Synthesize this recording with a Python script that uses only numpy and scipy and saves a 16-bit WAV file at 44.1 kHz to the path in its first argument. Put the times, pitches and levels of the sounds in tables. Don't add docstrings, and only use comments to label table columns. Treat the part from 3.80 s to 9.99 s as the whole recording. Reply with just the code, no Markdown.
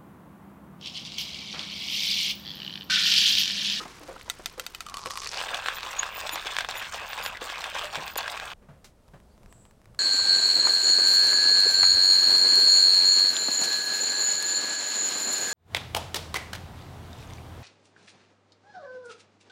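import sys
import numpy as np
from scipy import signal
from scipy.fft import rfft, irfft, next_fast_len
from scipy.io import wavfile
from scipy.ndimage import uniform_filter1d, map_coordinates

SR = 44100
rng = np.random.default_rng(int(sys.argv[2]) if len(sys.argv) > 2 else 0)


def digitize_waveform(pressure):
    field = np.atleast_2d(pressure).T
    bounded = np.clip(field, -1, 1)
    quanta = np.round(bounded * 32767).astype(np.int16)
    wavfile.write(sys.argv[1], SR, quanta)


N = 272979

START_S, STOP_S = 1.527, 4.737
POUR_S, FULL_S = 1.04, 1.57
JAR_OFF_S = 1.44


def amp(db):
    return 10 ** (np.asarray(db) / 20)


def unit(x):
    return x / np.sqrt(np.mean(x ** 2) + 1e-20)


def clock(size=N):
    return np.arange(size) / SR


def gate(start, stop, rise, fall):
    return np.clip((clock() - start) / rise, 0, 1) * np.clip((stop - clock()) / fall, 0, 1)


def add(track, s, sound):
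    part = track[max(round(s * SR), 0):][:len(sound)]
    part += sound[:len(part)]


def colour(x, points):
    size = 4096
    f, db = np.transpose(points)
    grid = np.log(np.fft.rfftfreq(size, 1 / SR) + 1)
    cepstrum = irfft(np.log(amp(np.interp(grid, np.log(f), db))))
    folded = np.r_[cepstrum[0], 2 * cepstrum[1:size // 2]]
    kernel = irfft(np.exp(rfft(folded, size)))
    return signal.fftconvolve(x, kernel)[:len(x)]


def resonate(x, hz, width):
    return signal.lfilter(*signal.iirpeak(min(hz, SR / 2 - 1), hz / width, SR), x)


def noise(size=N):
    return rng.standard_normal(size)


def wobble(rate, size=N):
    return map_coordinates(noise(size=2048), [clock(size) * rate], mode="wrap")


def snap(t, hz, cycles):
    return np.sin(2 * np.pi * hz * t) * np.exp(-t * hz / cycles)


def grains(start, stop, hz, cycles, spread_db, clump_db, drift, count):
    when, size = rng.random((2, count))
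    at = ((start + when * (stop - start)) * SR).astype(int)
    level_db = -spread_db * np.log(size + 0.033) + clump_db * wobble(70)[at]
    gain = amp(level_db) * rng.choice([-1, 1], count)
    shared_pitch = (hz * np.exp(drift * wobble(35)))[at]
    pitch = shared_pitch * np.exp(0.37 * noise(count).clip(-2, 2))
    life = cycles * np.exp(.5 * noise(count).clip(-2, 2))
    span = np.arange(320)
    shapes = gain[:, None] * snap(span / SR, pitch[:, None], life[:, None])
    return np.bincount((at[:, None] + span).ravel(), shapes.ravel(), N)[:N]


def steady(x):
    power = np.abs(uniform_filter1d(x ** 2, SR // 10))
    return x / np.sqrt(power + np.mean(x ** 2) / 20)


def sprinkle(start, stop, count):
    chance = rng.standard_normal((count, 3))
    slots = (np.arange(count) + .5 + .5 * np.tanh(chance[:, 0])) / count
    return np.c_[start + slots * (stop - start), chance[:, 1:]]


def grinding():
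    # frequency in Hz, gain in dB.
    crush_colour = [(120, -36), (280, -13), (400, -5.5), (540, 2), (1000, 2), (1600, 3.5), (2100, 1.5),
                    (3500, -0.5), (8000, -15.5)]
    # frequency in Hz, gain in dB.
    grit_colour = [(900, -25), (2000, -4.5), (2600, 0), (3500, -3.5), (4500, -3.5), (6000, -4), (8500, 0),
                   (11000, -11), (14000, 2), (16000, 0.5)]
    crush_db, grit_db = burr_load()
    span = START_S - .1, STOP_S + .1
    coarse = grains(*span, hz=1306, cycles=0.63, spread_db=2, clump_db=0.0, drift=0.19, count=3000)
    fine = grains(*span, hz=3290, cycles=0.94, spread_db=3.5, clump_db=0.8, drift=0.33, count=3000)
    crush = barrel(colour(coarse, crush_colour), ring_db=-1.5)
    crush = steady(patchy(crush, depth_db=2.0)) * amp(crush_db + 1.15)
    ticks = shed_powder(unit(fine) + 0.63 * unit(coarse), share=0.63, t60=0.078)
    grit = barrel(colour(ticks, grit_colour), ring_db=-0.5)
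    grit = steady(patchy(grit, depth_db=2.5)) * amp(grit_db + 1.53)
    return (crush + grit) * gate(START_S - .05, STOP_S, rise=.1, fall=.003)


def burr_load():
    # start in seconds, base crush level in dB,
    # base grit level in dB, easing over the push in dB (negative swells), change at its end in dB (positive dips).
    pushes = [(1.53, -40, -39.5, -9, 3.5), (1.712, -37, -39.5, 3.5, 4), (1.86, -39, -39.5, 4, 4),
              (2.025, -40.5, -42.5, 0, 3.5), (2.345, -40.5, -40, -3.5, 8), (2.654, -40, -38.5, 2, 14.5),
              (2.888, -41.5, -39.5, -3.5, 9), (3.117, -40.5, -42.5, 2.5, 0.5), (3.374, -40.5, -41, 6.5, 7),
              (3.606, -40.5, -41, 1, 5), (3.944, -40.5, -39.5, 9.5, 2), (4.123, -41, -42, 8, 8.5),
              (4.371, -41, -42.5, 5, -0.5)]
    slack_s, bite_s = 0.049, .014
    starts, crush_db, grit_db, ease_db, slack_db = np.transpose(pushes)
    ends = np.r_[starts[1:], STOP_S]
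    t = np.clip(clock(), starts[0], STOP_S)
    push = np.searchsorted(starts, t, side="right") - 1
    progress = (t - starts[push]) / (ends - starts)[push]
    easing = ease_db[push] * (.5 - progress)
    slack = slack_db[push] * np.exp(-((ends[push] - t) / slack_s) ** 2)
    shape_db = easing - slack + 1.2 * wobble(30)
    levels_db = np.array([crush_db[push], grit_db[push]]) + shape_db
    return uniform_filter1d(levels_db, max(int(bite_s * SR), 1))


def shed_powder(x, share, t60):
    pole = np.clip(amp(-60 / (t60 * SR)) ** 2, 0, 1)
    energy = signal.lfilter([1], [1, -pole], x ** 2)
    powder = colour(noise(), [(1000, 8.0), (3000, -2.0), (6000, -6.5), (15000, -23.5)])
    return unit(x) + share * unit(np.sqrt(energy) * powder)


def patchy(x, depth_db):
    z = signal.stft(x, nperseg=1024)[2]
    field = uniform_filter1d(rng.standard_normal(z.shape), size=7, axis=0)
    field = uniform_filter1d(field, size=5, axis=1)
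    gain = unit(amp(depth_db * unit(field)))
    return signal.istft(z * gain, nperseg=1024)[1][:N]


def barrel(x, ring_db):
    # frequency in Hz, width in Hz, gain in dB before the overall ring level.
    body_modes = [(770, 31, -11), (1090, 100, -3.5), (1618, 140, -0.5), (2575, 39, -3.5), (3510, 370, -1.5)]
    return x + amp(ring_db) * sum(amp(db) * resonate(x, hz, width) for hz, width, db in body_modes)


def bean_cracks():
    # start in seconds, pulse peak in dB before a 2 dB cut,
    # base pitch in Hz, crumbs level in dB before their fade.
    loud_cracks = [(1.6139, -15.5, 1560, -32.5), (1.7449, -17, 2420, -24.5), (1.8606, -11, 1700, -41.5),
                   (1.8851, -8.5, 1680, -28), (1.9847, -19, 1668, -38), (2.031, -19, 2400, -32.5),
                   (2.2317, -9, 1640, -30), (2.4933, -15, 3330, -29.5), (2.5573, -17.5, 1600, -28.5),
                   (2.669, -19, 1890, -27.5), (2.7667, -7, 2680, -36.5), (2.786, -8, 1830, -24),
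                   (2.8072, -12.5, 2530, -26), (2.8474, -13.5, 1760, -37.5), (2.888, -22.5, 2500, -26.5),
                   (2.9115, -16, 2830, -31), (3.024, -21.5, 1600, -32), (3.332, -18.5, 2100, -33.5),
                   (3.452, -19.5, 2250, -42), (3.4623, -8.5, 2650, -31.5), (3.7003, -15.5, 1860, -35.5),
                   (3.841, -14.5, 2700, -28), (3.956, -18, 2150, -34.5), (4.021, -28, 1380, -37.5),
                   (4.1556, -17, 2570, -27.5), (4.2786, -30, 3070, -29.5), (4.3569, -21, 2870, -33),
                   (4.3821, -23, 1570, -26), (4.3884, -17.5, 900, -29), (4.4796, -17, 1980, -31.5),
                   (4.5993, -15, 2280, -35.5)]
    chip_db, chip_hz, chip_crumbs_db = -25, 2020, -43.5
    chip_spread_db, chip_spread_octaves = 4.5, 0.9
    crumbs_t60_s = .2
    pulse_colour = [(120, -23.5), (500, -0.5), (1000, 3.0), (15000, 2.0)]
    crumbs_colour = [(200, -23.0), (600, 1.5), (1600, -2), (3500, 0.0), (8000, -13.0), (12000, -25.0)]
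    out, t = np.zeros(N), clock(size=3000)
    chips = [(s, chip_db + chip_spread_db * big, chip_hz * 2 ** (chip_spread_octaves * high), chip_crumbs_db)
             for s, big, high in sprinkle(START_S, STOP_S - .1, count=26)]
    for s, peak_db, hz, crumbs_db in list(loud_cracks) + chips:
        pulse = snap(t, hz * 0.97, cycles=0.56) + 0.5 * snap(t, hz * 1.67, cycles=1.0)
        pulse = barrel(colour(pulse, pulse_colour), ring_db=3.5)
        crumbs = unit(barrel(colour(noise(len(t)), crumbs_colour), ring_db=4))
        fade = amp(3.5 - 60 * t / 0.015) + amp(-12.5 - 60 * t / crumbs_t60_s)
        split = amp(peak_db - 2.0) * pulse / np.abs(pulse).max()
        add(out, s, split + amp(crumbs_db) * crumbs * fade)
    return out


def burr_scrapes():
    # start in seconds, length in seconds, pitch in Hz, level in dB.
    scrapes = [(2.13, 0.26, 2730, -47), (3.113, .19, 2750, -45.5)]
    width_hz = 340
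    out = np.zeros(N)
    for s, length, hz, db in scrapes:
        rough = noise() * amp(3 * wobble(90))
        ring = resonate(resonate(rough, hz, width_hz), hz, width_hz)
        out += unit(ring) * amp(db) * gate(s, s + length, rise=0.038, fall=length / 2)
    return out


def squeaks():
    # centre in seconds, length in seconds, mean pitch in Hz,
    # level in dB before the swell, quiver in Hz.
    pure_squeaks = [(1.962, .025, 14820, -45, 40), (2.196, 0.0063, 6720, -22.5, 110),
                    (2.201, 0.04, 6760, -42.5, 60), (2.37, 0.054, 14900, -45, 45),
                    (3.313, .054, 14830, -53, 25), (4.295, 0.07, 14900, -54, 40)]
    # centre in seconds, length in seconds, level in dB before the swell.
    rasping_catches = [(2.537, 0.022, -38.5), (2.978, 0.032, -44), (3.445, 0.019, -41), (3.475, 0.018, -43),
                       (4.04, .013, -49), (4.378, 0.0057, -30)]
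    catch_harmonics_db = [-7, 4, 1, 6]
    catch_hz, catch_quiver_hz = 3490, 35.7
    out, t = np.zeros(N), clock(size=SR // 5)
    for s, length, hz, db, quiver_hz in pure_squeaks:
        add(out, s - t.mean(), amp(db) * squeal(t, length, hz, quiver_hz, [0]))
    for s, length, db in rasping_catches:
        add(out, s - t.mean(), amp(db) * squeal(t, length, catch_hz, catch_quiver_hz, catch_harmonics_db))
    return out


def squeal(t, length, hz, quiver_hz, harmonics_db):
    phase = 2 * np.pi * np.cumsum(hz + quiver_hz * wobble(692, len(t))) / SR
    tone = unit(sum(amp(level) * np.sin((k + 1) * phase) for k, level in enumerate(harmonics_db)))
    swell = np.exp(-2 * ((t - t.mean()) / length) ** 2)
    return tone * swell * amp(5.2 * wobble(253.3, len(t)))


def bean_clinks():
    # start in seconds, strike peak in dB,
    # most favoured frequency in Hz, second favoured frequency in Hz.
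    loud_beans = [(.499, -12.5, 3760, 1970), (.659, -11.5, 3760, 2025), (.797, -16, 3120, 1380),
                  (.865, -17.5, 3760, 5170), (.948, -23, 3060, 2490), (1.006, -20, 1380, 2490),
                  (1.065, -25.5, 3080, 1400), (1.142, -22, 3100, 4500), (1.17, -20.5, 4470, 3080),
                  (1.259, -18, 3080, 2030), (1.271, -24, 2490, 3080), (1.307, -21, 7700, 7200),
                  (1.374, -20.5, 1380, 4430), (1.445, -22, 4430, 3760), (1.473, -17.5, 4460, 5030)]
    # frequency in Hz, base level in dB,
    # decay by 60 dB in seconds; strike scatter and the heap of beans shift these.
    steel_modes = [(713, -17.5, 0.081), (1384, -3, 0.04), (2010, -6.5, 0.044), (2536, -2, 0.031),
                   (3100, -6.5, 0.041), (3697, -1.5, 0.021), (4596, -0.5, 0.031), (5110, -7, 0.016),
                   (6050, -5, 0.023), (7220, -18, 0.036), (7810, -4, 0.01), (7930, -1, 0.015),
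                   (13860, -2, 0.022)]
    clink_db, clink_spread_db, clink_hz, clink_spread_octaves = -30, 2.5, 3280, 0.86
    heap_flattens = 0.058
    ping_t60_s = .065
    tick_colour = [(300, -14), (1500, 4.0), (4000, 6), (9000, 2), (11500, -9.0), (14000, -15.5)]
    out, t = np.zeros(N), clock(size=6000)
    hz, db, t60 = np.transpose(steel_modes)[:, :, None]
    small = [(s, clink_db + clink_spread_db * big, clink_hz * 2 ** (clink_spread_octaves * high), clink_hz)
             for s, big, high in sprinkle(POUR_S, FULL_S, count=11)]
    for s, peak_db, first_hz, second_hz in list(loud_beans) + small:
        near = lambda ring_hz: np.exp(-(np.log(hz / ring_hz) / 0.089) ** 2)
        heap = np.interp(s, [.85, 1.25], [0, 1])
        life = t60 * (1 - 0.5 * heap)
        chance = rng.standard_normal((2, len(hz), 1))
        favour_db = 8 * near(first_hz) + 6 * near(second_hz)
        strike_db = db + favour_db - 8 * heap * (hz / hz.max()) ** 2 + 2 * chance[0]
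        mode_hz = hz * (1 - heap_flattens * heap + 0.012 * chance[1])
        tones = np.sin(2 * np.pi * mode_hz * t + 2 * np.pi * rng.random(hz.shape))
        ring = (amp(strike_db - 60 * t / life) * tones).sum(0)
        tick = noise(len(t)) * (amp(4.5 - 60 * t / 0.0078) + amp(-10.5 - 60 * t / 0.11))
        hit = ring + colour(tick, tick_colour)
        ping_hz = 1160 * (1 + 0.037 * rng.normal())
        ping = np.sin(2 * np.pi * ping_hz * t) * amp(-9 - 60 * t / ping_t60_s)
        enclosed = POUR_S < s < JAR_OFF_S
        add(out, s, amp(peak_db) * (hit / np.abs(hit).max() + enclosed * ping))
    return out


def bean_stream():
    # frequency in Hz, gain in dB.
    rattle_colour = [(200, -36), (400, 3), (650, -6), (1100, 3), (2000, -2.5), (3500, -4.5), (5000, 2),
                     (8500, -7), (11000, -11), (15000, -28)]
    thick_s, pour_end_s = 1.14, 1.66
    rattle_db, rattle_db_per_s = -36.5, 29.5
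    empty_hz, full_hz, fill_power = 7070, 4450, 1.1
    hollow_db, hollow_rise_s, hollow_fall_s = -46.5, 0.11, 0.066
    fill = np.clip((clock() - POUR_S) / (FULL_S - POUR_S), 0, 1.2)
    hz = empty_hz * (full_hz / empty_hz) ** (fill ** fill_power)
    hits = grains(POUR_S, pour_end_s, hz=hz, cycles=0.72, spread_db=7.5, clump_db=0.5, drift=0.14, count=1300)
    hollow = steady(resonate(resonate(hits, 1176, 220), 910, 530)) * amp(hollow_db)
    hollow = hollow * gate(POUR_S, JAR_OFF_S, rise=hollow_rise_s, fall=hollow_fall_s)
    swell_db = rattle_db - rattle_db_per_s * np.abs(FULL_S - clock())
    rattle = steady(colour(hits, rattle_colour)) * amp(swell_db)
    return hollow + rattle * gate(thick_s, pour_end_s, rise=.03, fall=pour_end_s - FULL_S)


def kettle_drips():
    # time in seconds (the tick starts 2.4 ms later), peak in dB before a 2 dB cut.
    loud_drips = [(5.6578, -38), (5.7236, -35.5), (5.8506, -41), (6.0142, -43), (6.0544, -41),
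                  (6.1453, -41.5)]
    # frequency in Hz, gain in dB.
    splash_colour = [(200, -15), (1000, 6), (1700, 7), (4000, -2.5), (8000, -7.5), (15000, -14)]
    drip_hz = 1080
    trickle_s, trickle_db, trickle_spread_db = 5.18, -43.5, 2
    out, t = np.zeros(N), clock(size=1500)
    trickle = [(s, trickle_db + trickle_spread_db * big) for s, big, _ in sprinkle(trickle_s, N / SR, count=10)]
    for s, db in list(loud_drips) + trickle:
        fade = amp(-3.0 - 60 * t / 0.0056) + amp(-24 - 60 * t / 0.03)
        splash = colour(noise(len(t)), splash_colour) * fade
        drop = snap(t, drip_hz, cycles=0.95) * 0.5 + splash
        add(out, s + 0.0024, amp(db - 2.0) * drop / np.abs(drop).max())
    return out


def handling():
    # frequency in Hz, gain in dB.
    cloth_colour = [(88, -59), (150, -6.5), (515, -7), (578, -34), (687, -10.5), (1030, -4.5), (1490, -7.5),
                    (5840, -13.5), (15000, -34.5)]
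    # start in seconds,
    # level in dB before a 2 dB lift and the fade, mean ring pitch in Hz, decay by 60 dB in seconds,
    # scuff in dB against the ring.
    soft_bumps = [(.002, -36.5, 1260, .11, -5.5), (.053, -40, 690, 0.074, 5.5), (.206, -52, 299, 0.4, 2),
                  (.283, -41.5, 527, 0.28, 0.5), (.361, -37.5, 1400, .037, -0.5),
                  (.478, -40, 994, 0.042, 1.5), (.594, -48, 619, 0.081, 6), (.776, -41.5, 515, 0.18, -2),
                  (1.263, -38, 526, 0.117, -3), (2.53, -48, 338, .19, 1), (3.615, -36, 519, 0.1, -1),
                  (4.035, -38.5, 603, 0.23, -12.5), (4.174, -45, 165, 0.22, 5),
                  (4.818, -57.5, 186, 0.44, -3), (4.886, -48, 143.6, 0.36, -6),
                  (5.335, -46.5, 142, 0.17, -3), (6.07, -52.5, 121, .47, -14)]
    rub_db, first_rub_db, rub_settle_s = -53, 12, 0.12
    rustle_db, rustle_hz = -67, 7220
    scuff_colour = [(60, -17), (400, 9), (1500, 0), (5000, -20), (12000, -30)]
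    kettle_colour = [(300, -3), (1500, -1.5), (3000, -4.5), (6500, -3.5), (10000, -12), (15000, -19)]
    rub = steady(colour(noise() * amp(2.55 * wobble(150)), cloth_colour))
    rub_level_db = rub_db + first_rub_db * np.exp(-clock() / rub_settle_s)
    out = rub * amp(rub_level_db) * gate(-1, 1.92, rise=.1, fall=1.0)
    rustle = grains(0, POUR_S, hz=rustle_hz, cycles=0.86, spread_db=3, clump_db=3.5, drift=0.45, count=120)
    out += unit(rustle) * amp(rustle_db)
    t = clock(size=SR // 4)
    for s, db, hz, t60, scuff_db in soft_bumps:
        ring = np.sqrt(2) * np.sin(2 * np.pi * hz * t + 1.07 * wobble(121, len(t)))
        scuff = unit(colour(noise(len(t)), scuff_colour))
        soft_onset = 1 - np.exp(-t / 0.0019)
        add(out, s, (ring + amp(scuff_db) * scuff) * amp(db + 2 - 60 * t / t60) * soft_onset)
    kettle_scuff = unit(colour(noise(len(t)), kettle_colour))
    add(out, 5.044, kettle_scuff * amp(-47.0 - 60 * t / 0.15))
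    return out


def outdoors():
    # frequency in Hz, gain in dB.
    air_colour = [(13, -42), (22, 2.5), (70, 2), (163, -8), (203, -5.5), (282, -13.5), (608, -12.5),
                  (737, -17), (1310, -23), (2090, -30.5), (6810, -35.5), (8250, -34.5), (15500, -43)]
    # start in seconds, length in seconds, pitch in Hz, level in dB.
    whistles = [(5.48, 0.1, 4500, -74), (5.684, .26, 7800, -64)]
    air_sway_db = 1.3
    rumble_colour = [(15, -10.0), (40, 1.0), (80, -8), (160, -15.0), (500, -24.0), (3000, -72)]
    air = unit(colour(noise(), air_colour)) * amp(-56.5 + air_sway_db * wobble(6))
    rumble = unit(colour(noise(), rumble_colour))
    for s, length, hz, db in whistles:
        whistle = unit(resonate(resonate(noise(), hz, .11 * hz), hz, .11 * hz))
        air = air + whistle * amp(db) * gate(s, s + length, rise=0.035, fall=length / 2)
    return air + rumble * amp(-62.5) * gate(-1, STOP_S, rise=.1, fall=.01)


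def scene():
    grinder = grinding() + bean_cracks() + burr_scrapes() + squeaks() + bean_clinks() + bean_stream()
    return (grinder + kettle_drips() + handling() + outdoors())[None]


def record(dry):
    top_hz = 16000
    size = next_fast_len(N + SR // 2)
    passed = np.fft.rfftfreq(size, 1 / SR) < top_hz
    return irfft(rfft(dry, size) * passed, size)[..., :N]


dry = scene()
out = record(dry)
digitize_waveform(out)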